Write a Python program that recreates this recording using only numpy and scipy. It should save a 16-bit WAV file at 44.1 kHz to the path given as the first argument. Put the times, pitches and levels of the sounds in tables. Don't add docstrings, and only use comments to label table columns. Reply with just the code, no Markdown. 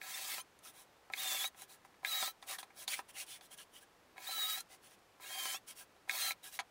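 import sys
import numpy as np
from scipy import signal
from scipy.fft import rfft, irfft, next_fast_len
from scipy.io import wavfile
from scipy.ndimage import uniform_filter1d, map_coordinates

SR = 44100
rng = np.random.default_rng(int(sys.argv[2]) if len(sys.argv) > 2 else 0)


def amplitude_ratio(level_db):
    exponent = np.asarray(level_db, float) / 20
    return 10 ** exponent


def materialize(psi):
    bounded = np.clip(np.atleast_2d(psi).T, -1, 1)
    quanta = np.round(bounded * 32767).astype(np.int16)
    wavfile.write(sys.argv[1], SR, quanta)


N = 295470


def unit(x):
    return x / np.sqrt(np.mean(x ** 2) + 1e-20)


def along(points, hz):
    f, value = np.transpose(points)
    return np.interp(np.log(hz + 1), np.log(f + 1), value)


def wobble(rate, count=N):
    knots = rng.standard_normal(int(count * rate / SR) + 4)
    return map_coordinates(knots, [np.arange(count) * rate / SR], order=1)


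def filtered(x, response):
    m = next_fast_len(N + SR // 2)
    return irfft(rfft(x, m) * response(np.fft.rfftfreq(m, 1 / SR)), m)[..., :N]


def modes(table):
    def response(f):
        total = 0
        for k, (centre, width, db) in enumerate(table):
            damped = 1j * f * width
            total = total + (-1) ** k * amplitude_ratio(db) * damped / (centre * centre - f * f + damped)
        return total
    return response


def grit(spread_db, patchy_db):
    force = rng.standard_normal(N) * amplitude_ratio(spread_db * wobble(1500))
    z = signal.stft(force, nperseg=256)[2]
    streaks = uniform_filter1d(rng.standard_normal(z.shape), size=2, axis=0)
    streaks = uniform_filter1d(streaks, size=14, axis=1)
    return unit(signal.istft(z * amplitude_ratio(patchy_db * unit(streaks)), nperseg=256)[1][:N])


def coloured(x, spectrum):
    closed = [(spectrum[0][0] / 2, -120)] + list(spectrum) + [(17000, -120)]
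    return unit(filtered(x, lambda hz: amplitude_ratio(along(closed, hz))))


def singing(x, hz, width_hz):
    return unit(signal.lfilter(*signal.iirpeak(hz, hz / width_hz, SR), x))


# f/Hz, level/dB per Hz
AIR = [(15, -48), (25, -11.5), (184, -6.5), (268, -7), (351, -3.5), (380, -5.5), (413, -4), (498, -5),
       (746, -5), (1120, -7), (1460, -9.5), (1770, -10.5), (15700, -28.5)]


def still_air():
    return amplitude_ratio(-67 + 0.33 * wobble(2.37)) * coloured(rng.standard_normal(N), AIR)


def trigger(start, spin_s, entry_db, stop, stop_db_per_s):
    onset_db_per_s, stop_knee_s = 1450, 0.018
    t = np.arange(0, N + 32, 32) / SR
    climb = entry_db * np.exp(-np.maximum(t - start, 0) / spin_s)
    climb = climb - onset_db_per_s * np.maximum(start - t, 0)
    level_db = climb - stop_db_per_s * stop_knee_s * np.logaddexp(0, (t - stop) / stop_knee_s)
    return np.interp(np.arange(N) / SR, t, level_db)


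# start t/s, spin-up t/s, entry level/dB re full, stop t/s, full hiss level/dB
HOLES = [
    (0.016, 0.062, -14.202, 0.427, -45.288),
    (1.124, 0.051, -23.328, 1.493, -41.753),
    (2.05, 0.042, -7.961, 2.32, -43.101),
    (4.171, 0.074, -26.318, 4.627, -44.478),
    (5.212, 0.131, -15.882, 5.589, -43.25),
    (6.095, 0.07, -12.268, 6.336, -39.46),
]
# f/Hz, width f/Hz, level/dB
BOARD = [(350, 370, -17.5), (609, 62, -8), (759.3, 22.7, 3.5), (1017, 25.7, 0), (1320, 37, -4.5),
         (1672, 87, -4), (2190, 95, -2), (2475, 99, -4), (2700, 580, -20), (3290, 130, -11.5),
         (3880, 100, -5), (4650, 230, -41)]
# f/Hz, level/dB per Hz
HISS = [(710, -33), (1200, -6), (1340, -9.5), (1490, -14.5), (1700, -1), (3060, -8.5), (3200, -0.5),
        (3450, -6), (4150, -2.5), (5690, -7.5), (6210, -4.5), (15200, -7.5), (16200, -1)]


def boring():
    chips_lead_s, breakout_s = 0.0019, 0.019
    hiss_gain, chips_gain = np.zeros(N), np.zeros(N)
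    for start, spin_s, entry_db, stop, full_db in HOLES:
        hiss_gain += amplitude_ratio(full_db + trigger(start, spin_s, entry_db, stop, stop_db_per_s=2080))
        chips_pull_db = trigger(start - chips_lead_s, spin_s, 0.21 * entry_db, stop - breakout_s,
                                stop_db_per_s=1500)
        chips_gain += amplitude_ratio(full_db + chips_pull_db)
    hiss = hiss_gain * amplitude_ratio(1.5 + 1.37 * wobble(60)) * coloured(grit(spread_db=1.5, patchy_db=2.5), HISS)
    jolts = chips_gain * amplitude_ratio(-3.5 + 0.32 * wobble(70)) * grit(spread_db=6.5, patchy_db=3.0)
    return hiss + amplitude_ratio(10.5) * filtered(jolts, modes(BOARD))


# f/Hz, width f/Hz, level/dB
CHUCK = [(3600, 1050, -2.5), (6640, 640, -0.5), (8700, 1300, -3), (11200, 1700, -5.5)]


def blows(rows, tick_hz, t60, damping):
    force, t = np.zeros((3, N + SR)), np.arange(SR // 10) / SR
    for s, db, thud_db, tick_db in rows:
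        crunch = amplitude_ratio(-60 * t / max(t60, .004)) * rng.standard_normal((3, len(t)))
        crunch[:, 0] = [11, 6, 2.5]
        crunch[2] = 0.19 * crunch[2] + signal.lfilter(*signal.iirpeak(tick_hz, 2.5, SR), crunch[2])
        thud_rap_tick = amplitude_ratio([[thud_db + 24.0], [14], [tick_db + 14]])
        force[:, round(s * SR):][:, :len(t)] += amplitude_ratio(db) * thud_rap_tick * crunch
    held = [(hz, damping * width, db - 14 * np.log10(damping)) for hz, width, db in BOARD]
    thud, rap, tick = modes(held[:5]), modes(held[5:9]), modes(CHUCK)
    return filtered(force[:, :N], lambda f: np.array([thud(f), rap(f), tick(f)])).sum(axis=0)


# t/s, peak level/dB, thud and tick level/dB re peak
BITES = [(0.015, -35, -16.5, -16), (0.381, -30, -14, -21), (1.1, -46, -2, -22), (1.136, -26, -23.5, -12.5),
         (1.442, -29.5, -15, -8), (2.031, -48, -2.5, -20), (2.048, -22, -26, -16.5), (2.2265, -27, -7, -6),
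         (2.276, -33, -11.5, -22), (4.16, -57, -1, -16), (4.18, -39, -15, -14), (4.574, -46, -4, -17),
         (5.199, -53.5, 1, -21), (5.455, -28, -15, -6), (5.544, -42.5, -4, -12), (6.077, -53.5, -2, -18),
         (6.095, -21.5, -27, -16.5), (6.111, -39, -21, 5), (6.307, -27, -17.5, -14), (6.319, -42.5, -32, 6)]


def bites():
    return blows(BITES, tick_hz=3800, t60=0.015, damping=1.5)


# f/Hz, t60 t/s
WALLS = [(300, 0.12), (2000, 0.065), (10000, 0.025)]


def workshop(x):
    hz, t, z = signal.stft(rng.standard_normal(SR // 4), SR, nperseg=128)
    tail = signal.istft(z * amplitude_ratio(-60 * t / along(WALLS, hz)[:, None]), SR, nperseg=128)[1]
    first_echo = 130
    return signal.fftconvolve(np.pad(x, (first_echo, 0)), tail / np.linalg.norm(tail))[:N]


# t/s, mesh f/Hz, mesh level/dB
GEAR_RUNS = [
    [(0.05, 2680, -79), (0.075, 2840, -69), (0.105, 2870, -79), (0.14, 2700, -57), (0.21, 2650, -61),
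     (0.3, 2610, -60), (0.37, 2700, -61), (0.405, 3110, -51), (0.422, 3180, -73)],
    [(1.172, 3200, -52), (1.195, 3800, -47), (1.25, 3580, -44), (1.28, 3613, -46), (1.314, 3466, -45),
     (1.354, 3530, -45), (1.415, 3370, -46.5), (1.465, 3900, -43.5), (1.487, 3800, -59)],
    [(2.055, 3500, -55), (2.086, 4030, -42.5), (2.138, 3794, -44), (2.163, 3920, -41), (2.193, 3800, -48),
     (2.212, 3840, -44), (2.235, 3430, -48), (2.283, 3956, -46), (2.315, 3960, -57.5)],
    [(4.266, 3460, -54), (4.276, 3845, -44.5), (4.292, 4058, -47), (4.452, 3767, -41), (4.478, 3893, -42.5),
     (4.536, 3790, -43.5), (4.562, 3905, -48), (4.606, 4150, -56), (4.612, 4080, -46)],
    [(5.255, 2737, -63), (5.282, 2850, -61), (5.297, 3227, -56), (5.46, 3120, -46), (5.474, 2980, -49),
     (5.5, 3120, -46.5), (5.535, 3046, -50.5), (5.57, 3520, -52.5), (5.585, 3600, -81)],
    [(6.115, 4420, -62), (6.14, 4397, -52), (6.17, 4290, -55), (6.23, 4124, -46), (6.245, 4180, -50),
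     (6.28, 3990, -43), (6.305, 4015, -50), (6.318, 3970, -49), (6.33, 3960, -61)],]
RUN_MIX = [(-11, -2.5, -7, -12, -16), (-21.5, -29, -19, -18, -12), (-14.5, -22, -22, -19.5, -8),
           (-13, -30, -27, -18, -8), (-13.5, -22, -11.5, -13.5, -15), (-10, -18, -26, -9.5, -25)]
MESH_ORDERS = [5 / 3, 2, 3]
STAGE_ORDERS = [.78, 1.52, 2.295, 3.067, 3.267]
MESH_ORDER_DB = [-3, 0, 2]
STAGE_ORDER_DB = [3.5, -2, 0, 0, 3]


def gears():
    whine, time, sub_order = np.zeros(N), np.arange(N) / SR, 1 / 3
    for run, (sub_db, side_db, orders_db, stage_db, fourth_db) in zip(GEAR_RUNS, RUN_MIX):
        s, run_hz, run_db = np.transpose(run)
        on = slice(round(s[0] * SR), round(s[-1] * SR))
        running = (time >= s[0]) & (time < s[-1])
        gate = uniform_filter1d(running.astype(float), size=180)[on]
        hz, mesh_db = np.interp(time[on], s, run_hz), np.interp(time[on], s, run_db)

        def shake(rate):
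            return wobble(rate, count=len(hz))

        turn = 2 * np.pi * np.cumsum(hz * (1 + 0.0021 * shake(90))) / SR

        def line(k, db, flutter_db):
            return amplitude_ratio(db + flutter_db * shake(60)) * np.sin(k * turn + .3 * k * shake(300))

        mesh = amplitude_ratio(2.0 * shake(62.2)) * np.sin(turn)
        locked = line(sub_order, sub_db, flutter_db=4.5) + line(4, fourth_db, flutter_db=4.5)
        orders = line(1 + sub_order, side_db, flutter_db=7.0)
        for k, db in zip(MESH_ORDERS, MESH_ORDER_DB):
            orders = orders + line(k, orders_db + db, flutter_db=7.0)
        for k, db in zip(STAGE_ORDERS, STAGE_ORDER_DB):
            orders = orders + line(k, stage_db + db, flutter_db=4.5)
        evening = amplitude_ratio(0.35 * np.minimum(np.median(mesh_db) - mesh_db, 6))
        whine[on] = np.sqrt(2) * gate * amplitude_ratio(mesh_db) * (mesh + locked + evening * orders)
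    return whine


# t/s, peak level/dB
SNAPS = [(0.59, -57.5), (1.122, -70), (1.476, -47), (1.62, -48.5), (3.265, -62), (3.577, -59), (4.606, -43),
         (4.99, -72)]


def snaps():
    rows = [(s, db - 9, -12, 12) for s, db in SNAPS]
    return blows(rows, tick_hz=10900, t60=0.013, damping=1.5)


# start t/s, peak t/s, end t/s, rustle level/dB, scrape f/Hz
SHIFTS = [(0.618, 0.671, 0.728, -55.7, 3650), (0.719, 0.791, 0.859, -60.3, 3900),
          (1.545, 1.623, 1.659, -55.7, 3930), (1.672, 1.717, 1.779, -59.6, 3910),
          (1.844, 1.85, 1.874, -70.3, 2411), (2.409, 2.431, 2.466, -67.1, 2140),
          (2.46, 2.512, 2.582, -44.8, 3760), (2.581, 2.59, 2.629, -50.9, 3530),
          (2.624, 2.63, 2.658, -65.1, 3600), (2.747, 2.821, 2.86, -51.6, 3900),
          (4.682, 4.731, 4.777, -61.5, 2067), (4.808, 4.865, 4.893, -64.1, 2770),
          (4.861, 4.929, 4.965, -67.5, 2050), (5.663, 5.693, 5.742, -52.2, 3100),
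          (5.743, 5.799, 5.852, -54.4, 4565), (6.424, 6.452, 6.521, -52.3, 3860),
          (6.505, 6.55, 6.592, -51.5, 3920)]
# start t/s, peak t/s, end t/s, rustle level/dB, scrape f/Hz
TURN = [(2.874, 2.882, 2.93, -47, 4430), (2.88, 2.935, 2.958, -43.5, 2300), (2.93, 2.965, 3.022, -51, 2670),
        (3.078, 3.099, 3.122, -58.0, 3130), (3.13, 3.215, 3.25, -47.5, 2790),
        (3.245, 3.325, 3.395, -53.1, 3040), (3.402, 3.446, 3.486, -63.1, 3580),
        (3.498, 3.531, 3.56, -56.0, 3273), (3.565, 3.593, 3.654, -56.2, 3060),
        (3.712, 3.771, 3.804, -60.2, 3130), (3.798, 3.824, 3.853, -64.1, 3186)]
# f/Hz, level/dB per Hz
RUSTLE = [(2650, -54), (4500, -17), (5520, -0.5), (6980, -3), (8200, -0.5), (9430, 2.5), (11100, 1),
          (12100, -10), (13300, -6), (15200, 1), (16200, -21)]
# f/Hz, width f/Hz, level/dB
SCRAPE = [(2310, 1500, 6), (3320, 660, 12), (4450, 2350, 4)]


def slides():
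    out = np.zeros(N)
    force = grit(spread_db=2.0, patchy_db=2.0)
    rustle = coloured(grit(spread_db=2.5, patchy_db=1.8), RUSTLE)
    scrape = unit(filtered(grit(spread_db=3, patchy_db=3), modes(SCRAPE)))
    drag = unit(filtered(grit(spread_db=4.5, patchy_db=4.5), modes(BOARD[1:6])))
    for start, peak, end, db, hz in list(SHIFTS) + list(TURN):
        on = slice(round((start - .03) * SR), round((end + .03) * SR))
        t = np.arange(on.start, on.stop) / SR - peak
        reach = np.where(t < 0, -t / (peak - start), t / (end - peak)).clip(0)
        stroke_db = db - 1.5 - 28.5 * reach ** 3.02
        note_db = -6.5 + 2 * np.exp(-((hz - 3860) / 170) ** 2)
        note = singing(force[on], hz, width_hz=130)
        rub = scrape[on] + amplitude_ratio(note_db + 2.2 * wobble(70, count=len(t))) * note
        sheen = .35 * singing(force[on], min(3.02 * hz, 14000), width_hz=1100)
        scrape_db = -2 - 4.5 * np.log2(hz / 3000)
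        out[on] += amplitude_ratio(stroke_db) * (1.007 * rustle[on] + sheen + amplitude_ratio(scrape_db) * rub)
        drag_db = -9 - 56.5 + 0.53 * (stroke_db + 55.5) + 0.25 * (stroke_db - db)
        out[on] += amplitude_ratio(drag_db) * drag[on]
    return out


# t/s, level/dB, f/Hz, length t/s
CATCHES = [(0.66, -61, 1300, .015), (0.663, -69, 1810, .03), (2.502, -57.5, 745, 0.05),
           (2.528, -54, 1090, 0.044), (2.545, -50, 1780, 0.024), (2.893, -47, 4450, 0.019),
           (2.915, -45.5, 2520, 0.011), (2.93, -55, 2450, 0.011), (2.941, -43, 2100, .012),
           (3.165, -54, 2800, 0.016), (3.175, -54.5, 2130, .012), (3.33, -58.5, 3500, 0.051),
           (3.363, -61, 2300, 0.018), (3.613, -61, 3040, .03), (3.767, -61, 2980, .03)]


def catches():
    out, force = np.zeros(N), amplitude_ratio(4 * wobble(1500)) * rng.standard_normal(N)
    for s, db, hz, length in CATCHES:
        on = slice(round((s - .06) * SR), round((s + .06) * SR))
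        t = np.arange(on.start, on.stop) / SR - s
        swell = np.exp(-(t / max(length, .003)) ** 2 * 2)
        out[on] += amplitude_ratio(db) * swell * singing(force[on], hz, width_hz=150)
    return out


# t/s, peak level/dB, thud and tick level/dB re peak
BUMPS = [(0.966, -63.5, -2, -20), (1.546, -46, -15, -20), (1.62, -47, -7, -14), (1.849, -47.5, -7.5, -23),
         (1.942, -55, -14, -21), (2.426, -43.5, -7, -10), (2.586, -41.5, -7, -2), (2.629, -37, -14, -13),
         (2.704, -48.5, -16, -28), (2.8785, -35, -14, 2.5), (2.991, -32, -7, -20), (3.41, -45.5, -19, -10),
         (5.963, -60.5, -7, -10), (6.59, -25.5, -15, -14.5), (6.596, -30, -10.5, -9.5),
         (6.603, -35, -8, -9)]


def bumps():
    return blows(BUMPS, tick_hz=3800, t60=0.034, damping=3.5)


def scene():
    near = boring() + bites() + gears() + snaps() + slides() + catches() + bumps()
    near = filtered(near, lambda hz: (1j * hz / (150 + 1j * hz)) ** 2)
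    mono = near + amplitude_ratio(-12) * workshop(near) + still_air()
    return np.array([mono, mono])


def roll_off(x):
    return signal.sosfilt(signal.butter(12, 16780, fs=SR, output="sos"), x)


def record(dry):
    top = [(15790, 0), (15880, -30), (16600, -34), (16800, -90)]  # f/Hz, level/dB
    return roll_off(filtered(dry, lambda hz: amplitude_ratio(along(top, hz))))


dry = scene()
out = record(dry)
materialize(out)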